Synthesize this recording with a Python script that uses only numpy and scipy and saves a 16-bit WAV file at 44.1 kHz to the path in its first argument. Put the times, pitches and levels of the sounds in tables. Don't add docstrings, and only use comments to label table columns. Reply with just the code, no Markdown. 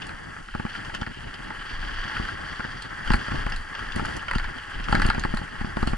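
import sys
import numpy as np
from scipy import signal
from scipy.fft import rfft, irfft, next_fast_len
from scipy.io import wavfile
from scipy.ndimage import uniform_filter1d, map_coordinates

SR = 44100
rng = np.random.default_rng(int(sys.argv[2]) if len(sys.argv) > 2 else 0)


def dump_mix(stems):
    frames = np.atleast_2d(stems).T
    limited = np.clip(frames, -1, 1)
    pcm = np.round(limited * 32767).astype(np.int16)
    wavfile.write(sys.argv[1], SR, pcm)


N = 263277

# (t/s, effort level/dB, crunch level/dB before trim and ground changes)
TREAD = [(0.0, -41.5, -51.5), (0.35, -42.5, -61.5), (0.53, -49, -48.5), (0.75, -40.5, -50.5),
         (1.13, -47, -50.5), (1.41, -42.5, -50.5), (2.06, -36, -46.5), (2.83, -40, -56), (3.06, -37.5, -52),
         (3.19, -36, -52), (3.36, -35.5, -48), (3.54, -38, -53.5), (4.84, -39.5, -47.5), (4.96, -36.5, -48),
         (5.05, -36.5, -48), (5.42, -41.5, -52), (5.65, -38.5, -54.5), (5.97, -42, -55)]
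# (t/s, thud level/dB before trim, hollow knock level/dB before trim)
BUMPS = [(0.5514, -24, -31.5), (0.5993, -26.5, -31.5), (0.6524, -23.5, -36.5), (1.0203, -24.5, -33),
         (1.0742, -31, -39.5), (2.1998, -23, -37.5), (2.5971, -32.5, -35.5), (2.6496, -30.5, -36),
         (3.1059, -16.5, -24), (3.1427, -17.5, -25), (3.2851, -30, -33), (3.3195, -26, -33),
         (3.4664, -26, -29), (3.9653, -23, -44), (3.9967, -27, -29), (4.3596, -19.5, -41), (4.8, -29, -41),
         (4.9279, -18.5, -20), (4.9472, -17.5, -30), (4.9995, -21.5, -44), (5.0535, -18, -29.5),
         (5.0897, -20, -42), (5.1811, -22.5, -33), (5.2516, -20.5, -27), (5.34, -21.5, -33.5),
         (5.4168, -30.5, -39), (5.6138, -25.5, -37), (5.6468, -26.5, -36.5), (5.771, -22, -27),
         (5.8298, -18.5, -27), (5.8756, -18.5, -31), (5.9344, -21, -30)]
# (f/Hz, level/dB)
GRIT = [(2500, -18), (4500, -19.5), (6200, -9.5), (8000, -10), (11000, -15)]
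# (f/Hz, level/dB)
SNAP = [(1500, 4), (3800, 2.5), (4250, 11), (4700, 10), (5300, -10.5), (7500, -3), (11000, -11.5)]


def amp(db):
    return 10 ** (np.asarray(db) / 20)


def unit(x):
    return x / np.sqrt(np.mean(x ** 2) + 1e-20)


def along(points, hz):
    f, v = np.transpose(points)
    return np.interp(np.log(hz + 1), np.log(f + 1), v)


def curves(rows):
    s, *cols = np.transpose(rows)
    return [np.interp(np.arange(N) / SR, s, c) for c in cols]


def stretches(rows, edge_s):
    t = np.arange(N) / SR
    curve = np.zeros(N)
    for s, length, db in rows:
        inside_s = np.minimum(t - s, s + length - t)
        curve += db * np.clip(.5 + inside_s / edge_s, 0, 1)
    return curve


def wobble(rate):
    knots = rng.standard_normal(2048)
    return map_coordinates(knots, [np.arange(N) * rate / SR], mode="wrap")


def coloured(x, gain_db):
    n = x.shape[-1]
    half = next_fast_len(n // 2 + 2048)
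    cepstrum = irfft(np.log(amp(gain_db(np.fft.rfftfreq(2 * half, 1 / SR)))))
    cepstrum[1:half] *= 2
    cepstrum[half + 1:] = 0
    response = np.exp(rfft(cepstrum))
    return irfft(rfft(x, 2 * half) * response)[..., :n]


def through_case(pair, spectrum, tied=.6):
    # (f/Hz, half width/Hz to 1/e of the boost, boost/dB)
    resonances = [(851, 72, 8.5), (1088, 112, 8), (1349, 116, 5.5), (1628, 119, 6), (1887, 238, 8.5),
                  (2744, 170, 3), (3236, 400, 5), (4840, 600, 9.5), (5670, 190, 3.5), (9100, 140, 1.5)]
    # (f/Hz, side minus mid level/dB)
    port_width = [(300, -5.5), (600, 6.5), (820, -5.5), (1100, -2.5), (1650, -8), (2400, -4), (3800, -1.5),
                  (4700, -7.5), (6200, -1.5), (11000, -2)]

    def gain_db(hz):
        return along(spectrum, hz) + sum(db * np.exp(-((hz - f) / w) ** 2) for f, w, db in resonances)

    n, share = pair.shape[1], np.clip(tied, 0, 1)
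    rocking = -signal.hilbert(pair[0], next_fast_len(n)).imag[:n]
    apart = share * rocking + np.sqrt(1 - share ** 2) * pair[1]
    mid = coloured(pair[0], gain_db)
    side = coloured(apart, lambda hz: gain_db(hz) + along(port_width, hz))
    return np.array([mid + side, mid - side])


def through_mount(x, lag=0.00098):
    t = np.arange(len(x)) / SR
    return np.array([x, np.interp(t - lag, t, x, left=0)])


def add(track, s, sound):
    part = track[:, max(round(s * SR), 0):][:, :sound.shape[1]]
    part += sound[:, :part.shape[1]]


def strike(spectrum, rise, t60, tail_db, tail_t60, tint_db=3.5):
    t = np.arange(SR // 8) / SR
    decay = amp(-60 * t / t60) + amp(tail_db - 60 * t / tail_t60)
    envelope = decay * (1 - np.exp(-(t / rise) ** 2))
    hz = np.geomspace(100, SR / 2, num=48)
    tinted = np.column_stack([hz, along(spectrum, hz) + tint_db * rng.standard_normal(len(hz))])
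    hit = through_case(envelope * rng.standard_normal((2, len(t))), tinted)
    power = uniform_filter1d(np.mean(hit ** 2, axis=0), size=SR // 250)
    return hit / np.sqrt(power.max())


def gravel(spectrum, rate, spread_db, smooth):
    sizes = (rng.random(N) < rate / SR) * amp(spread_db * np.minimum(rng.standard_normal(N), 2))
    contacts = unit(sizes * rng.standard_normal((2, N)))
    rush = smooth * rng.standard_normal((2, N))
    return unit(through_case(contacts + rush, spectrum))


def trail():
    # (start t/s, length/s, boost/dB)
    rough_patches = [(0.72, 0.25, 2.5), (2.14, 0.18, 3), (3.04, 0.39, 5), (3.78, 0.1, 2.5),
                     (3.95, 0.23, 9.5), (4.88, 0.22, 9.5), (5.14, 0.32, 3), (5.78, 0.16, 8.5)]
    # (start t/s, length/s, drop/dB)
    crests = [(0.42, 0.15, 7), (3.55, 0.164, 6), (4.57, 0.16, 5.5)]
    cruise_db, edge_s = -39, 0.022
    effort_db, _ = curves(TREAD)
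    return effort_db - cruise_db, stretches(rough_patches, edge_s), stretches(crests, edge_s)


def tyres():
    # (start t/s, length/s, boost/dB)
    sand = [(0.0, 0.078, 1), (0.7, 0.089, 5), (1.66, 0.7, 5.5), (2.45, 0.42, 5.5), (3.2, 0.26, 3.5)]
    # (f/Hz, level/dB)
    roar_spectrum = [(150, -10), (400, -4), (600, -7.5), (1000, -4.5), (1500, 5.5), (2200, -4),
                     (3000, -15.5), (5000, -47)]
    crunch_spectrum = [(800, -17.5), (1800, 0), (2500, 1.5), (3050, 5.5), (3500, -8.5), (4200, -7.5),
                       (6000, -24), (11000, -34.5)]
    hiss_spectrum = [(1500, -34), (2900, 6.5), (3330, 9.5), (3700, -3), (4300, -1), (4650, 4.5), (5100, -8),
                     (5750, -3), (6500, -10.5), (11000, -29.5)]
    effort, rough, light = trail()
    _, crush_db = curves(TREAD)
    roar_db = -37.5 + effort + 0.18 * rough - 0.34 * light
    crunch_db = crush_db + 3 + 0.42 * rough - 0.33 * light
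    hiss_db = -52 + 0.98 * effort + 0.44 * rough - 0.33 * light + stretches(sand, edge_s=0.022)
    grit_db = -57 + 0.25 * effort + 0.51 * rough
    patches = wobble(55)
    roar_db = roar_db + 1.24 * patches + 0.4 * wobble(120)
    crunch_db = crunch_db + 0.37 * patches + 2.63 * wobble(80)
    hiss_db = hiss_db + 1.76 * wobble(70)
    grit_db = grit_db + 1.1 * patches
    roar = amp(roar_db) * gravel(roar_spectrum, rate=1300, spread_db=-0.5, smooth=1.0)
    crunch = amp(crunch_db) * gravel(crunch_spectrum, rate=560, spread_db=2.0, smooth=1.0)
    hiss = amp(hiss_db) * gravel(hiss_spectrum, rate=2100, spread_db=4.5, smooth=1.0)
    grit = amp(grit_db) * gravel(GRIT, rate=2300, spread_db=1.5, smooth=1.5)
    return roar + crunch + hiss + grit


def ride(apart=0.3):
    # (start t/s, length/s, boost/dB)
    gusts = [(1.72, 0.31, 14), (3.29, 0.33, 15), (2.15, 0.11, 12), (3.8, 0.27, 9), (4.31, 0.21, 17.5),
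             (4.73, 0.674, 15), (5.56, 0.54, 10)]
    # (f/Hz, level/dB)
    buffet_spectrum = [(8, -14), (25, 2.5), (45, -7.5), (70, -15), (120, -26), (300, -30.5), (1500, -100)]
    rumble_spectrum = [(25, 2.5), (80, 8), (130, 5.5), (220, 3.5), (340, 0.5), (480, -3.5), (900, -7),
                       (3000, -116)]
    headwind_db = -46.5
    swing_db, swing_grows, swing_s, typical_thud_db = -32, 2.3, 0.037, -20
    effort, rough, light = trail()
    t = np.arange(N) / SR
    swings = np.zeros(N)
    for s, thud_db, _ in BUMPS:
        peak = amp(swing_db + swing_grows * (thud_db - typical_thud_db))
        swings += peak * np.exp(-((t - s) / swing_s) ** 2)
    buffet = np.hypot(amp(headwind_db + stretches(gusts, edge_s=0.03)), swings)
    rumble_db = -44 + 0.23 * effort + rough - light + 3.9 * wobble(35)

    def drive():
        return through_mount(rng.standard_normal(N)) + apart * rng.standard_normal((2, N))

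    wind = unit(coloured(drive(), lambda hz: along(buffet_spectrum, hz)))
    shake = unit(coloured(drive(), lambda hz: along(rumble_spectrum, hz)))
    return buffet * wind + amp(rumble_db) * shake


def frame_hits():
    # (t/s, clack level/dB before trim, hardness as extra snap/dB)
    loose_parts = [(0.0917, -32, 7), (0.363, -34.5, -17), (0.485, -34.5, -1), (0.539, -33.5, -10),
                   (0.6636, -31.5, -4), (0.896, -31.5, -8), (1.0281, -31, -3), (1.064, -29.5, 2),
                   (1.503, -29, -6), (2.1655, -23.5, -17), (2.2496, -29, -2), (2.2867, -27.5, -2),
                   (2.6028, -26.5, -10), (2.6415, -28.5, -6), (3.118, -28.5, 15), (3.1348, -19, 2.5),
                   (4.0496, -26.5, 0), (4.311, -20, -4.5), (4.3333, -26, 0), (4.383, -27, 11),
                   (4.3966, -27.5, -7), (4.442, -29, 5.5), (4.9504, -17, 1), (4.9973, -21.5, 0),
                   (5.0185, -19.5, 5), (5.0997, -15.5, -0.5), (5.1312, -30, 0), (5.1463, -27.5, 4),
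                   (5.2368, -23.5, 3.5), (5.3713, -29.5, 15.5), (5.788, -31.5, -8)]
    # (t/s, chink level/dB, frame clack level/dB before trim)
    chain = [(0.0185, -34, -46), (0.7513, -42, -30), (0.847, -40, -39), (0.9403, -39, -35),
             (0.9473, -32.5, -28.5), (1.0124, -35, -35), (1.34, -37, -39), (3.0748, -33.5, -28),
             (3.1016, -29.5, -36), (3.5207, -32.5, -29), (3.7503, -35, -32), (3.7907, -40, -31.5),
             (3.92, -34.5, -48), (4.2817, -34, -26.5), (4.3504, -31, -28.5), (4.5827, -40, -35.5),
             (4.8405, -35, -48), (4.8842, -36, -23.5), (4.9237, -27.5, -35), (5.046, -32.5, -28),
             (5.872, -35, -28)]
    snap_db, snap_grows, typical_clack_db = -45, 1.5, -27
    jolts = [(s - 0.003, knock_db, 2) for s, _, knock_db in BUMPS]
    hits = []
    for s, clack_db, hardness_db in [*loose_parts, *jolts]:
        hit_snap_db = snap_db + snap_grows * (clack_db - typical_clack_db) + hardness_db
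        hits.append((s, clack_db, clack_db - 26, hit_snap_db))
    for s, chink_db, clack_db in chain:
        hits.append((s, clack_db, chink_db, chink_db - 13))
    return hits


def clacks():
    # (f/Hz, level/dB)
    clack_spectrum = [(300, -17), (800, -10.5), (1100, -11.5), (1370, 4.5), (1900, -8.5), (2400, -7.5),
                      (4000, -44.5), (11000, -49)]
    chink_spectrum = [(1200, -12.5), (2200, -20.5), (2700, 3), (3200, 0), (3800, -17.5), (6000, -17.5),
                      (11000, -48)]
    out = np.zeros((2, N))
    for s, clack_db, chink_db, snap_db in frame_hits():
        clack = strike(clack_spectrum, rise=0.00099, t60=0.015, tail_db=-11.5, tail_t60=0.089)
        chink = strike(chink_spectrum, rise=0.0021, t60=0.018, tail_db=-8, tail_t60=0.11)
        snap = strike(SNAP, rise=0.0012, t60=0.012, tail_db=-18.5, tail_t60=0.14)
        add(out, s, amp(clack_db - 0.1) * clack)
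        add(out, s - .001, amp(chink_db) * chink)
        add(out, s - .001, amp(snap_db + 2.0) * snap)
    return out


def stones():
    # (t/s, snap level/dB before trim, fine treble level/dB before trim)
    flicks = [(0.0673, -46, -50.5), (0.9475, -42, -46), (2.821, -34, -48), (3.156, -55, -47),
              (3.4986, -42, -51), (3.5612, -33, -51), (3.9596, -38.5, -43.5), (4.0545, -40, -44.5),
              (4.1658, -44, -44), (4.3537, -35, -51), (5.063, -31.5, -41), (5.1946, -34.5, -41.5),
              (5.345, -40, -51), (5.871, -30, -58)]
    out = np.zeros((2, N))
    for s, snap_db, treble_db in flicks:
        snap = strike(SNAP, rise=0.002, t60=0.013, tail_db=-21, tail_t60=0.19)
        treble = strike(GRIT, rise=0.0015, t60=0.012, tail_db=-15, tail_t60=0.09)
        add(out, s, amp(snap_db - 1.0) * snap)
        add(out, s - .001, amp(treble_db + 5.0) * treble)
    return out


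def bumps(push=0.0015, lead=0.001):
    # (f/Hz, typical level/dB, t60/s)
    mount_modes = [(54.7, -7, 0.025), (222.6, -2.5, 0.052), (334, -10, 0.048)]
    # (f/Hz, level/dB)
    knock_spectrum = [(150, -30), (450, -3.5), (680, -3.5), (870, 0.5), (1000, -6.5), (1350, 0.5),
                      (1700, -15), (2400, -24.5), (4000, -39), (11000, -37)]
    out, t = np.zeros((2, N)), np.arange(SR // 8) / SR
    for s, thud_db, knock_db in BUMPS:
        u = t / (push * np.exp(0.49 * rng.standard_normal()))
        shove = u * (2 - u) * np.exp(-u)
        ring = np.zeros(len(t))
        for hz, db, t60 in mount_modes:
            mode_db = db + 2 * rng.standard_normal() - 60 * t / t60
            ring += amp(mode_db) * np.sin(2 * np.pi * hz * t)
        thud = through_mount(shove / shove.max() + ring)
        knock = strike(knock_spectrum, rise=.0016, t60=.022, tail_db=-17, tail_t60=.07, tint_db=1.5)
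        add(out, s - lead, amp(thud_db + 2.5) * thud)
        add(out, s - 2 * lead, amp(knock_db + 1.5) * knock)
    return out


def scene():
    return (tyres() + ride() + clacks() + stones() + bumps()) * amp([[.4], [-.4]])


def record(dry):
    top_hz = 11200
    m = next_fast_len(N + SR // 2)
    keep = np.fft.rfftfreq(m, 1 / SR) < top_hz
    clipped = np.clip(dry, -1, 1)
    return irfft(rfft(clipped, m) * keep, m)[:, :N]


dry = scene()
out = record(dry)
dump_mix(out)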